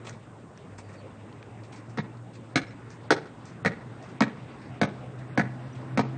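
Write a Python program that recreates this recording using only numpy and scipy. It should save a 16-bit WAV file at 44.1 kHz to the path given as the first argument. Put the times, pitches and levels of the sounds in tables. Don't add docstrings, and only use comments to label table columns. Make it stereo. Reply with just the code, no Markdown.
import sys
import numpy as np
from scipy import signal
from scipy.fft import rfft, irfft
from scipy.io import wavfile

SR = 44100
rng = np.random.default_rng(int(sys.argv[2]) if len(sys.argv) > 2 else 0)


def undo_db(level):
    steps = np.asarray(level, float) / 20
    return 10 ** steps


def store_pcm(level_fs):
    pcm = np.round(np.clip(level_fs, -1, 1) * 32767).astype(np.int16)
    wavfile.write(sys.argv[1], SR, np.atleast_2d(pcm).T)


N = 272348

# [t/s, level/dB]
TOWN_SWELL = [(0.0, -46), (0.3, -49), (1.1, -46.5), (2.36, -47.5), (3.3, -46), (4.25, -44), (4.6, -45),
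              (6.18, -44)]
# [f/Hz, level/dB per Hz]
RUMBLE_COLOUR = [(40, -14), (75, -5), (93, -11.5), (119, -0.5), (187, -12), (219, -9.5), (300, -13),
                 (980, -22)]
# [f/Hz, level/dB per Hz]
AIR_COLOUR = [(980, -20.5), (2400, -32.5), (3000, -36.5), (4400, -44.5), (6200, -85.5), (9000, -48.5)]
# [f/Hz, side minus mid level/dB]
SIDE_SHARE = [(60, -32), (110, -49.5), (190, -20), (330, -13), (580, -11.5), (1010, -5), (3140, -1),
              (9740, 3.5)]
# [t/s, firing f/Hz, level/dB]
ENGINE_RUN = [(0.0, 114.9, -45.5), (0.53, 112.4, -68), (0.7, 99.1, -47.5), (1.17, 104, -45),
              (1.67, 113.1, -46), (2.25, 117.5, -44), (2.41, 113.4, -45.5), (2.65, 115.7, -44.5),
              (3.5, 116, -50.5), (3.65, 124.2, -50), (4.02, 123.3, -51), (4.15, 124.1, -42),
              (4.35, 129.3, -47), (4.88, 125.7, -42.5), (5.47, 126.3, -35.5), (5.6, 127.3, -42),
              (6.18, 131.1, -30)]
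# [multiple of firing f, level/dB]
ENGINE_ORDERS = [(.75, -55), (1, -1), (2, -17), (2.5, -16.5)]
# [t/s, level/dB, f/Hz, length/s]
CHIRPS = [
    (0.833, -75, 4600, 0.056),
    (0.961, -69, 4460, 0.058),
    (2.67, -68.5, 5370, 0.038),
    (4.496, -74, 4600, .03),
    (5.51, -86, 5500, 0.036),
    (5.721, -68, 5860, 0.019),
]
# [delay/s, level/dB]
ECHOES = [
    (0.059, -15),
    (0.085, -34),
    (.110, -26.5),
    (.150, -26.5),
]
# (f/Hz, width/Hz, depth 0-1)
GROUND_DIP = (3020, 830, 0.42)
# [t/s, peak level/dB, f/Hz]
LONE_TICKS = [
    (0.5756, -36, 5830),
    (1.3263, -38, 3370),
    (1.4277, -32.5, 2550),
    (2.172, -49, 4630),
    (4.2061, -12.5, 4650),
    (4.8152, -16.5, 4200),
]
# [t/s, drag level/dB, length/s, first grain level/dB, f/Hz]
DRAGS = [(0.05, -39.5, 0.019, -60, 3720), (0.069, -33, 0.018, -28, 3500), (0.092, -37, 0.011, -29, 6640),
         (0.125, -47, .028, -45, 3880), (0.783, -36, 0.021, -34, 990), (0.89, -48, 0.028, -60, 2470),
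         (0.93, -46, 0.025, -60, 2356), (1.634, -48.5, .036, -42, 4146), (1.725, -40, 0.021, -50, 3320),
         (1.758, -45, 0.031, -47, 5860), (1.895, -50, 0.022, -50, 6080), (2.334, -48.5, 0.029, -45, 4180),
         (2.355, -44, 0.014, -60, 4530), (2.901, -46.5, 0.045, -34, 6200), (3.452, -46.5, 0.053, -36, 6000),
         (3.48, -70, 0.013, -58, 5000), (4.023, -51.5, 0.047, -38.5, 5850), (4.089, -51, .026, -63, 6000),
         (4.617, -49, 0.018, -66, 5000), (5.19, -47, 0.015, -54, 3800), (5.752, -47.5, 0.028, -45, 3360)]
# [t/s, slap peak level/dB, slap f/Hz, thud level/dB, thud f/Hz]
FEET = [(1.973, -25, 1470, -26.5, 308), (1.984, -19, 840, -21.5, 177), (2.557, -5, 2180, -19, 277),
        (2.573, -16.5, 2120, -34.5, 186), (3.105, -3.5, 1550, -15, 428), (3.118, -7.5, 2150, -22, 401),
        (3.648, -15, 1350, -21.5, 196), (3.659, -8.5, 1850, -18, 190), (4.206, -10, 1057, -12.5, 247),
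        (4.220, -10, 2160, -19.5, 245.1), (4.814, -9.5, 1497, -16.5, 227), (4.832, -10, 930, -22, 173),
        (5.375, -10.5, 1357, -16.5, 255.3), (5.395, -12, 1350, -17, 223), (5.974, -9, 1390, -16.5, 235),
        (5.992, -9, 1010, -20.5, 226)]
# [f/Hz, level/dB]
SAND_MODES = [(2500, 0), (3700, 5), (4800, 3.5), (6200, 2.5), (7500, 1), (8700, 0)]
BAND_DROPOUTS = [
    (1.982, .044, 7300, 12000),
    (4.214, .066, 8400, 12000),
    (4.860, .028, 7000, 12000),
    (5.287, .065, 5900, 7200),
    (5.610, .065, 6300, 6900),
    (5.890, .066, 6300, 6900),
    (5.985, .035, 8400, 12000),
    (6.020, .070, 7600, 12000),
]

AIR_DB, AIR_FOLLOWS = -9.5, 1.4
GRAIN_LAG_S, RUBBER_HZ = 0.003, 2530
HEEL_LAG_S, HEEL_SLAP_DB, HEEL_PITCH = 0.0035, -5, 0.65
TOE_THUD_DB, TOE_PITCH = -12.5, 1.2
GRIT_DB, GRIT_FADE_DB_PER_S, HEEL_GRIT_DB = -14.5, 1.5, -8
SECOND_GRIT_DB = -2
SLAP_T60_S = 0.0028
MUTE_LEAD_S, MUTE_S, MUTE_FROM_HZ = 0.014, 0.012, 4300
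BASS_CUT_HZ, TOP_CUT_HZ = 115, 8900
HISS_DB, HISS_HZ = -57, 7900
SUBSONIC_DB = -49


def rms_one(x):
    return x / np.sqrt(np.mean(x ** 2) + 1e-20)


def in_time(rows):
    s, *columns = np.transpose(rows)
    return [np.interp(np.arange(N) / SR, s, c) for c in columns]


def at_hz(points, hz):
    curve_hz, level_db = np.transpose(points)
    return np.interp(np.log(np.maximum(hz, 1)), np.log(curve_hz), level_db)


def drift(rate):
    r = np.exp(-80 * np.pi * rate / SR)
    white = rng.standard_normal(N // 40 + 2002)
    slow = signal.lfilter([1], [1, -2 * r, r * r], white)[2000:]
    return np.interp(np.arange(N) / 40, np.arange(len(slow)), rms_one(slow))


def ring(x, hz, t60):
    r, w = undo_db(-60 / (t60 * SR)), 2 * np.pi * hz / SR
    return signal.lfilter([0, np.sin(w)], [1, -2 * r * np.cos(w), r * r], x)


def butter(order, hz, kind, x):
    return signal.sosfilt(signal.butter(order, hz, kind, fs=SR, output="sos"), x)


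def add(track, s, piece):
    at = round(s * SR)
    track[at:at + len(piece)] += piece[:N - at]


def grains(size, spread_db):
    height_db = spread_db * np.minimum(rng.exponential(1, size), 4)
    return rms_one(undo_db(height_db) * rng.choice([-1, 1], size))


def town():
    rumble_db, = in_time(TOWN_SWELL)
    air_db = rumble_db.mean() + AIR_DB + AIR_FOLLOWS * (rumble_db - rumble_db.mean())
    layers, together = np.zeros((2, 2, N)), drift(0.51)
    edges, white = np.geomspace(40, 9300, 19), rng.standard_normal((2, 2, N))
    for k, (low, high) in enumerate(zip(edges, edges[1:])):
        mid, side = butter(2, [low, high], "band", white[k % 2])
        hz = np.sqrt(low * high)
        colour = AIR_COLOUR if hz > AIR_COLOUR[0][0] else RUMBLE_COLOUR
        flicker_db = 2.38 * (0.1 * together + drift(8.4)) + 1.8 * (hz > 4000) * drift(11)
        gain = undo_db(at_hz(colour, hz) + flicker_db)
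        layers[int(hz > 1000)] += gain * np.array([mid, undo_db(at_hz(SIDE_SHARE, hz)) * side])
    rumble, air = (layer / layer[0].std() for layer in layers)
    mid, side = undo_db(rumble_db + 2.5) * rumble + undo_db(air_db - 1.3) * air
    return np.array([mid + side, mid - side])


def engine():
    hz, level_db = in_time(ENGINE_RUN)
    turns = np.cumsum(hz * (1 + 0.0095 * drift(10.54))) / SR
    tones = np.zeros(N)
    for multiple, db in ENGINE_ORDERS:
        tones += undo_db(db + 2.2 * drift(7.0)) * np.sin(2 * np.pi * multiple * turns)
    return np.sqrt(2) * undo_db(level_db) * tones


def bird():
    out = np.zeros(N)
    for s, db, hz, length in CHIRPS:
        t = np.arange(round(length * SR)) / SR
        whistle = ring(ring(rng.standard_normal(len(t)), hz, 0.0066), hz, 0.0066)
        add(out, s, undo_db(db + 4) * np.sin(np.pi * t / length) ** 0.32 * rms_one(whistle))
    return out


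def returns(first, per_s, hold, t60, thin_hz, dull_hz, level_db):
    size = 2 ** 15
    t, hz = np.arange(size) / SR, np.arange(1, size // 2 + 2) * SR / size
    dying = undo_db(-60 * np.maximum(t - hold, 0) / t60) * (t > first)
    taps = (rng.random((2, size)) < per_s / SR) * rng.standard_normal((2, size)) * dying
    taps = taps / np.sqrt(np.sum(taps ** 2, axis=1, keepdims=True))
    colour = 1 / (1 + 1j * hz / dull_hz) / (1 - 1j * thin_hz / hz)
    mid, side = rfft(taps) * colour
    side = side * undo_db(at_hz(SIDE_SHARE, hz) + 3.0)
    return undo_db(level_db) * irfft(np.array([mid + side, mid - side]), size)


def echoes(x):
    dull, out = signal.lfilter([0.5], [1, -0.5], x), np.zeros(N)
    for delay, db in ECHOES:
        add(out, delay, undo_db(db) * dull)
    return out


def ticks():
    out, t = np.zeros(N), np.arange(400) / SR
    drag_grains = [(s + GRAIN_LAG_S, db, hz) for s, _, _, db, hz in DRAGS]
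    for s, peak_db, hz in list(LONE_TICKS) + drag_grains:
        crack = grains(len(t), 0.92) * np.exp(-t / 0.0012)
        snap = np.diff(crack, prepend=0) * 0.33 + ring(crack, hz, 11.0 / hz) + 1.1 * ring(crack, 1700, 0.0011)
        add(out, s, undo_db(peak_db - 3.5) * snap / np.abs(snap).max())
    return out


def scuffs():
    out, t = np.zeros(N), np.arange(4000) / SR
    for s, peak_db, length, _, hz in DRAGS:
        swell = (t / (0.18 * length)) * np.exp(1 - t / (0.36 * length))
        sand = grains(len(t), 1.7) * swell
        broad = butter(1, [1200, 7000], "band", sand)
        scrape = broad + 0.15 * ring(sand, hz, 7.9 / hz) + 0.11 * ring(sand, RUBBER_HZ, 0.0041)
        add(out, max(s - 0.004, 0), undo_db(peak_db - 13.5) * scrape)
    return out


def contacts():
    rows = []
    for k, (s, slap_db, slap_hz, thud_db, thud_hz) in enumerate(FEET):
        grit_db = slap_db + GRIT_DB - GRIT_FADE_DB_PER_S * (s - FEET[0][0]) + SECOND_GRIT_DB * (k % 2)
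        toe = (s, slap_db, slap_hz, thud_db + TOE_THUD_DB, TOE_PITCH * thud_hz, grit_db)
        heel = (s + HEEL_LAG_S, slap_db + HEEL_SLAP_DB, HEEL_PITCH * slap_hz,
                thud_db, thud_hz, grit_db + HEEL_GRIT_DB)
        rows += [toe, heel]
    return rows


def landings():
    out, t = np.zeros(N), np.arange(2600) / SR
    for s, slap_db, slap_hz, thud_db, thud_hz, grit_db in contacts():
        tread = grains(len(t), 3.94) * (1 - np.exp(-t / 0.0014)) * np.exp(-t / 0.0017)
        slap = ring(tread, slap_hz, SLAP_T60_S) + 0.6 * ring(tread, 703, 0.0044)
        slap -= 0.32 * ring(tread, 970, 0.004) + 0.34 * ring(tread, 2240, 0.0037)
        push = np.sin(2 * np.pi * np.clip((t - 0.0015) * thud_hz * 0.81, 0, 1))
        thud = ring(push, thud_hz, 0.028) + 0.52 * ring(push, 1.2 * thud_hz, 0.038)
        sand = grains(len(t), 2.6) * (1 - np.exp(-t / 0.00014)) * np.exp(-t / 0.0086)
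        grit = np.zeros(len(t))
        for k, (hz, db) in enumerate(SAND_MODES):
            grit += undo_db(db) * ring(sand, hz, 7.7 / hz) * (-1) ** k
        for part, level_db in ((slap, slap_db - 1.0), (thud, thud_db + 5.0), (grit, grit_db + 2.5)):
            add(out, s, undo_db(level_db) * part / np.abs(part).max())
    return out


def scene():
    dip_hz, width_hz, depth = GROUND_DIP
    feet, snaps = landings() + scuffs(), ticks()
    feet = feet - min(depth, 0.95) * signal.lfilter(*signal.iirpeak(dip_hz, dip_hz / width_hz, fs=SR), feet)
    feet = butter(2, 120, "high", feet)
    stairwell = returns(first=0.0038, per_s=3500, hold=0.016, t60=0.046, thin_hz=257, dull_hz=9000, level_db=-3.5)
    yard = returns(first=0.02, per_s=5900, hold=0.014, t60=0.31, thin_hz=90, dull_hz=905, level_db=-11.0)
    back = echoes(feet)
    send = feet + 0.73 * back + undo_db(-13) * snaps
    wet = signal.fftconvolve(send[None], stairwell + yard, axes=1)[:, :N]
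    direct = (feet + 0.51 * back + snaps) * undo_db([[0.7], [-0.7]])
    return direct + wet + town() + engine() + bird()


def dropouts(x):
    out, margin = x.copy(), 200
    before_landings = [(foot[0] - MUTE_LEAD_S, MUTE_S, MUTE_FROM_HZ, 12000) for foot in FEET[2::2]]
    for s, length, low_hz, high_hz in before_landings + list(BAND_DROPOUTS):
        start, stop = round(s * SR) - margin, round((s + length) * SR)
        bandpass = signal.butter(6, [low_hz, high_hz], "band", fs=SR, output="sos")
        band = signal.sosfiltfilt(bandpass, out[:, start:stop])
        out[:, start:stop] -= band * signal.windows.tukey(stop - start, min(2 * margin / (stop - start), 1))
    return out


def low_pass(x):
    return signal.sosfilt(signal.butter(12, 10340, fs=SR, output="sos"), x)


def record(dry):
    white = rng.standard_normal((2, *dry.shape))
    hiss = butter(2, HISS_HZ, "high", white[0])
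    subsonic = butter(1, 45, "low", white[1])
    thin = butter(2, BASS_CUT_HZ, "high", dry)
    noisy = thin + undo_db(HISS_DB) * hiss + undo_db(SUBSONIC_DB) * subsonic
    steep = signal.ellip(10, 0.1, 45, 0.995 * TOP_CUT_HZ, fs=SR, output="sos")
    cut = signal.sosfilt(steep, noisy)
    skirt = butter(8, 1.07 * TOP_CUT_HZ, "low", thin)
    rounded = 1.181 * np.tanh((cut + undo_db(-24) * skirt) / 1.24)
    fade = np.minimum(np.arange(N)[::-1] / 60, 1)
    return low_pass(fade * dropouts(rounded))


dry = scene()
out = record(dry)
store_pcm(out)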